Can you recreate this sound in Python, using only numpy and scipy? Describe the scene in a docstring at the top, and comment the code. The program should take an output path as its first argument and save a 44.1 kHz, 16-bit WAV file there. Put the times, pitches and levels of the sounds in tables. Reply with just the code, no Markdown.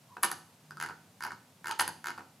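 """A soft rub and bump, then a rattling clack with bright metal pings: a mouse wheel's clutch shifts.
A finger flicks the ratchet wheel four times; after the third flick the clutch shifts back.
At each detent the pawl scrapes briefly, then knocks the plastic shell, which rings faintly.
The mouse is on a desk in a quiet room: soft reverberation over low rumble and hiss."""
import sys
import numpy as np
from scipy import signal
from scipy.fft import rfft, irfft, next_fast_len
from scipy.io import wavfile
from scipy.ndimage import uniform_filter1d

SR = 44100
rng = np.random.default_rng(int(sys.argv[2]) if len(sys.argv) > 2 else 0)


def put_to_file(sound):
    """Save the sound as 16-bit audio at rate SR, in the file named by the first command-line argument."""
    columns = np.atleast_2d(sound).T  # one column per channel
    safe = np.clip(columns, -1, 1)
    whole_steps = np.round(safe * 32767)
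    wavfile.write(sys.argv[1], SR, whole_steps.astype(np.int16))


N = 105840

# room noise spectrum: f/Hz, relative density/dB
FLOOR_SPECTRUM = [(29, -42), (50, -9.5), (146, 0.5), (253, -5), (322, -15), (759, -12.5), (1200, -18),
                  (1750, -20), (9310, -23.5), (15000, -27)]
# room noise, side re mid: f/Hz, gain/dB
FLOOR_SIDE_GAIN = [(30, -7), (130, -52), (800, -7.5), (5000, -5.5)]
# room tail decay: f/Hz, T60/s
TAIL_DECAY = [(200, 0.39), (2000, 0.27), (14000, 0.4)]
# room tail re its input: f/Hz, gain/dB
TAIL_GAIN = [(200, 12.5), (500, 5), (1300, -8.5), (3000, -2.5), (7000, -4.5), (11000, -14.5), (15000, -14)]
# reverberation, side re mid: f/Hz, gain/dB
ROOM_SIDE_GAIN = [(150, -61), (800, -9), (2500, -6.5), (7000, -13), (14000, -5.5)]
# room sends: ratchet and taps/dB, clutch/dB, bumps and tones/dB
ROOM_SENDS_DB = (-1.5, -1.5, -3.5)
# microphone response: f/Hz, gain/dB
MIC_RESPONSE = [(30, -20), (60, -33), (95, 0), (130, -3), (300, 0), (14000, -2), (16000, -16)]
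# modes of the mouse on the desk: f/Hz, level/dB, T60/s
SHELL_MODES = [(159.8, -58.5, 0.71), (351.3, -59, 0.37), (749, -55, 0.16), (949, -42, 0.036),
               (1310, -52, 0.14), (1496, -58, 0.26), (1591, -67, .095), (1800, -55.5, 0.23),
               (2508, -53.5, 0.17), (2888, -50.5, 0.1), (4760, -49.5, 0.016)]
# finger rubs, clutch motor whine, rings after clutch blows: centre t/s, 1/e half-width/s, f/Hz, level/dB
TONE_EVENTS = [(0.121, 0.03, 1058, -58), (0.743, 0.01, 1564, -57), (0.777, 0.0053, 1310, -42.5),
               (0.919, 0.017, 1350, -48), (1.256, 0.0054, 960, -39), (1.708, 0.0091, 959, -35),
               (1.712, 0.0032, 3145, -40.5), (1.722, 0.004, 1327, -34), (1.817, 0.014, 914, -34.5),
               (1.882, 0.0012, 4630, -38)]

# Contact levels are relative, ahead of each source's gain; their spectra set colour only.
# bumps on the shell: t/s, level/dB
BUMP_EVENTS = [(.1670, -29.5), (.1690, -35), (.226, -31), (.299, -32.5), (.893, -31), (1.272, -33),
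               (2.181, -31.5), (2.205, -36)]
# bump: f/Hz, level/dB
BUMP_SPECTRUM = [(100, -27.5), (350, -10.5), (650, -13.5), (760, -0.5), (950, -1), (1120, -4.5),
                 (1330, 3.5), (2000, -16.5), (2550, -12), (3100, -25), (12000, -36.5)]
# clutch lever blows: t/s, thud level/dB, crack level/dB
LEVER_BLOWS = [(0.2334, -18.5, -26.5), (.2352, -16.5, -20.5), (0.2386, -23.5, -43), (0.243, -22, -43),
               (.2470, -54, -28.5), (0.3152, -27.5, -30.5), (1.7108, -26, -26.5), (1.794, -20.5, -26.5),
               (1.796, -20, -18.5), (1.7977, -17, -20), (1.8011, -27, -29.5), (1.8081, -28, -31),
               (1.8107, -22.5, -35), (1.8776, -28, -31)]
# lever thud, shifting out: f/Hz, level/dB
THUD_OUT_SPECTRUM = [(100, -36), (330, -15), (660, -21), (770, 0), (900, -2.5), (1070, 1), (1330, 3.5),
                     (1600, -2), (1850, -3), (2200, -11), (3000, -12.5), (6000, -49)]
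# lever thud, shifting back: f/Hz, level/dB
THUD_BACK_SPECTRUM = [(100, -35.5), (480, -16.5), (700, -17.5), (890, 1.5), (1130, -6.5), (1500, 1.5),
                      (1850, -1), (2300, -16), (3100, -15.5), (6000, -51)]
# lever crack: f/Hz, level/dB
CRACK_SPECTRUM = [(800, -34), (2500, 8.5), (3500, 5.5), (4800, 10.5), (5600, -0.5), (6500, 8), (7500, -3.5),
                  (8600, 6.5), (11500, -13.5), (15000, -2.5)]
# metal-on-metal clutch contacts: t/s, level/dB
PING_EVENTS = [(.2275, -31), (.2317, -13), (.2350, -17.5), (.2440, -21), (.2504, -19.5), (.3150, -23),
               (1.7115, -36), (1.7906, -28), (1.7947, -43), (1.8067, -17.5), (1.8131, -24), (1.8174, -25),
               (1.8781, -22.5)]
# metal ping: f/Hz, level/dB
PING_SPECTRUM = [(3000, -32), (7500, -13.5), (9800, -7.5), (10900, 4.5), (11600, -5.5), (12500, -11),
                 (16000, -35)]
# taps of wheel play and clutch rebound: t/s, level/dB, pitch f/Hz
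TAP_EVENTS = [(.3170, -24.5, 1640), (0.7082, -29.5, 1520), (0.771, -31.5, 1450), (.8880, -29.5, 1400),
              (1.3197, -29, 1345), (1.8783, -25.5, 1485), (2.094, -37.5, 1490), (2.178, -32, 1390)]
# tap pitched at 1400 Hz: f/Hz, level/dB
TAP_SPECTRUM = [(200, -7.5), (600, -16), (1400, 11.5), (1950, -15.5), (3900, -16.5), (4600, -4.5),
                (5300, -15.5), (11000, -17.5), (15000, -33)]
# detents passing the pawl: t/s, knock level/dB, scrape level/dB
DETENT_EVENTS = [(0.7999, -29, -37.5), (0.8124, -27, -38), (0.825, -25, -35), (0.8369, -25.5, -41),
                 (0.8606, -31, -42), (0.9067, -39.5, -55.5), (1.2064, -31.5, -46), (1.2235, -29, -39.5),
                 (1.2365, -26, -35), (1.2498, -26.5, -42), (1.2658, -30, -42.5), (1.3061, -32, -54),
                 (1.6432, -32.5, -46), (1.6575, -29, -41.5), (1.6702, -28.5, -36.5), (1.682, -26, -37),
                 (1.6932, -28, -42), (2.0422, -29.5, -40.5), (2.0579, -27.5, -38), (2.0695, -26.5, -35),
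                 (2.0833, -26, -38), (2.104, -29, -45.5), (2.193, -45.5, -55)]
# pawl scrape: f/Hz, level/dB
SCRAPE_SPECTRUM = [(1000, -30.5), (2200, -0.5), (3000, -2.5), (3550, -7.5), (4700, 0), (5600, -6.5),
                   (6600, -2.5), (9000, -11), (10900, 1), (12300, -13), (14000, -7.5), (16000, -11)]
# pawl knock at mean strength: f/Hz, level/dB
KNOCK_SPECTRUM = [(150, -29), (370, -18.5), (620, -24.5), (930, -1), (1150, -8), (1450, 5), (1780, -0.5),
                  (1980, -12), (2150, -2.5), (2500, -38), (2850, -14), (3400, -31.5), (4700, -24),
                  (9000, -40)]


def amp(db):
    """Decibels to gain."""
    return 10 ** (np.asarray(db) / 20)


def curve_at(points, hz):
    """Interpolate (f/Hz, value) points on a log frequency axis."""
    knots_hz, values = np.transpose(points)
    return np.interp(np.log(hz + 1), np.log(knots_hz + 1), values)


def decay(t, t60_s):
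    """Exponential fall, 60 dB in t60_s."""
    return amp(-60 * t / t60_s)


def filtered(x, gains, top_hz=np.inf):
    """Zero-phase filter through (f/Hz, gain/dB) points, cut at top_hz."""
    size = next_fast_len(N + SR // 2)
    hz = np.fft.rfftfreq(size, 1 / SR)
    response = amp(curve_at(gains, hz)) * (hz < top_hz)
    return irfft(rfft(x, size) * response, size)[..., :N]


def detuned(spectrum, ratio):
    """Spectrum shifted in pitch."""
    return [(hz * ratio, db) for hz, db in spectrum]


def minimum_phase(spectrum, size=2048):
    """Causal impulse with the given spectrum."""
    hz = np.fft.rfftfreq(size, 1 / SR)
    cepstrum = irfft(np.log(amp(curve_at(spectrum, hz))))
    cepstrum[1:size // 2] *= 2
    cepstrum[size // 2 + 1:] = 0
    return irfft(np.exp(rfft(cepstrum)))


def burst(t60_s, size=2048):
    """Micro-contact cluster that swells and dies; even spectrum, unit energy."""
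    t = np.arange(size) / SR
    envelope = np.sqrt(t) * decay(t, t60_s)
    envelope /= envelope.max()
    cluster = rng.standard_normal(size) * envelope
    for _ in range(6):
        whitened = irfft(np.exp(1j * np.angle(rfft(cluster))))
        cluster = whitened * np.minimum(1, 2 * envelope)
    return cluster / np.linalg.norm(cluster)


def diffuse_noise(size=2048):
    """Two noises of about 1 s with even short-time spectra."""
    noise = rng.standard_normal((2, SR))
    for _ in range(4):
        frames = signal.stft(noise, nperseg=size)[2]
        noise = signal.istft(np.exp(1j * np.angle(frames)), nperseg=size)[1]
    return noise / noise.std()


def strikes(events, spectrum, t60_s=None, vary_db=0):
    """Contacts at (t/s, level/dB): clean impulses, or bursts given t60_s. vary_db scatters colour."""
    out = np.zeros(N + SR)
    hz, spectrum_db = np.transpose(spectrum)
    for start_s, db in events:
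        varied_db = spectrum_db + vary_db * rng.standard_normal(len(hz))
        body = minimum_phase(np.transpose([hz, varied_db]))
        body /= np.abs(body).max()
        hit = signal.fftconvolve(body, burst(t60_s)) if t60_s else body
        out[round(start_s * SR):][:len(hit)] += amp(db) * hit
    return out[:N]


def background(floor_db=-60, hum_db=-49.5, hum_hz=149.7, hum_peak_s=0.764, hum_half_width_s=0.11):
    """Room rumble and hiss; a low hum swells once."""
    mid, side = filtered(rng.standard_normal((2, N)), FLOOR_SPECTRUM)
    side = filtered(side, FLOOR_SIDE_GAIN)
    floor = amp(floor_db) * np.array([mid + side, mid - side]) / mid.std()
    t = np.arange(N) / SR
    swell = np.exp(-((t - hum_peak_s) / hum_half_width_s) ** 2)
    return floor + amp(hum_db) * swell * np.sin(2 * np.pi * hum_hz * t)


def room(x):
    """Early desk reflections, then a diffuse tail with a faint, slower late decay."""
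    early_db, early_t60_s, early_lag_s = -6, 0.0513, 0.001011
    tail_lag_s, late_db, late_t60_s = 0.008, -25, 0.95
    hz, t, frames = signal.stft(diffuse_noise(), SR, nperseg=256)
    t60_s = curve_at(TAIL_DECAY, hz)[:, None]
    unit_energy = np.sqrt(2 * np.log(1000) / (t60_s * SR))
    gain = amp(curve_at(TAIL_GAIN, hz))[:, None] * unit_energy
    envelope = decay(t, t60_s) + amp(late_db) * decay(t, late_t60_s)
    tail = signal.istft(frames * gain * envelope, SR, nperseg=256)[1]
    response = np.pad(tail, ((0, 0), (round(tail_lag_s * SR), 0)))
    early = amp(early_db) * np.array([burst(early_t60_s), burst(early_t60_s)])
    response[:, round(early_lag_s * SR):][:, :early.shape[1]] += early
    mid, side = signal.fftconvolve(x[None], response, axes=1)[:, :N]
    side = filtered(side, ROOM_SIDE_GAIN)
    return np.array([mid + side, mid - side])


def shell(x):
    """Contacts plus the faint ring they excite in the shell's modes."""
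    t = np.arange(SR // 2) / SR
    ring = sum(amp(db) * decay(t, t60_s) * np.cos(2 * np.pi * hz * t) for hz, db, t60_s in SHELL_MODES)
    return x + signal.fftconvolve(x, ring)[:N]


def wavering_tones(waver_rms_hz=75):
    """Brief tones: finger rubs, the clutch motor's whine, rings after clutch blows."""
    t, out = np.arange(N) / SR, np.zeros(N)
    for centre_s, half_width_s, hz, db in TONE_EVENTS:
        waver = uniform_filter1d(rng.standard_normal(N), size=256)
        phase = 2 * np.pi * np.cumsum(hz + waver_rms_hz * waver / waver.std()) / SR
        swell = np.exp(-((t - centre_s) / half_width_s) ** 2)
        out += amp(db) * swell * np.sin(phase)
    return out


def bumps():
    """Finger and wheel bump softly against the shell."""
    return strikes(BUMP_EVENTS, BUMP_SPECTRUM, t60_s=0.0176)


def clutch(thud_gain_db=2, crack_gain_db=10, ping_gain_db=3.5, back_after_s=1):
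    """The lever rattles home with thuds and cracks; metal contacts ping."""
    thuds = np.zeros(N)
    for start_s, db, _ in LEVER_BLOWS:
        spectrum = THUD_OUT_SPECTRUM if start_s < back_after_s else THUD_BACK_SPECTRUM
        thuds += strikes([(start_s, db)], spectrum, t60_s=0.006)
    cracks = strikes([(start_s, db) for start_s, _, db in LEVER_BLOWS], CRACK_SPECTRUM, t60_s=0.01)
    pings = strikes(PING_EVENTS, PING_SPECTRUM, t60_s=0.0046)
    return amp(thud_gain_db) * thuds + amp(crack_gain_db) * cracks + amp(ping_gain_db) * pings


def ringing_taps(reference_hz=1400):
    """Light ringing taps: the wheel's play and the clutch's rebound clacks."""
    return sum(strikes([(start_s, db)], detuned(TAP_SPECTRUM, hz / reference_hz), t60_s=0.0034)
               for start_s, db, hz in TAP_EVENTS)


def pawl_scrapes(gain_db=15.5, lag_s=0.0001):
    """The pawl scrapes over each tooth."""
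    events = [(start_s + lag_s, db + gain_db) for start_s, _, db in DETENT_EVENTS]
    return strikes(events, SCRAPE_SPECTRUM, t60_s=0.008, vary_db=3.5)


def pawl_knocks(gain_db=1, lag_s=0.001072, pitch_sag_per_db=0.012):
    """The pawl drops into each notch; harder knocks sound lower."""
    mean_db = np.mean([db for _, db, _ in DETENT_EVENTS])
    out = np.zeros(N)
    for start_s, db, _ in DETENT_EVENTS:
        spectrum = detuned(KNOCK_SPECTRUM, 1 - pitch_sag_per_db * (db - mean_db))
        out += strikes([(start_s + lag_s, db + gain_db)], spectrum, vary_db=1.5)
    return out


def scene(pan_right_db=0.4):
    """Mouse and reverberation, slightly right of centre, over the background."""
    ratchet = pawl_scrapes() + pawl_knocks()
    sources = [ratchet + ringing_taps(), clutch(), bumps() + wavering_tones()]
    send = sum(amp(db) * source for db, source in zip(ROOM_SENDS_DB, sources))
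    mouse = shell(sum(sources)) + room(shell(send))
    return mouse * amp([[-pan_right_db], [pan_right_db]]) + background()


def record(dry):
    """Band-limited microphone; thins the deep bass and the very top."""
    return filtered(dry, MIC_RESPONSE, top_hz=16000)


dry = scene()
out = record(dry)
put_to_file(out)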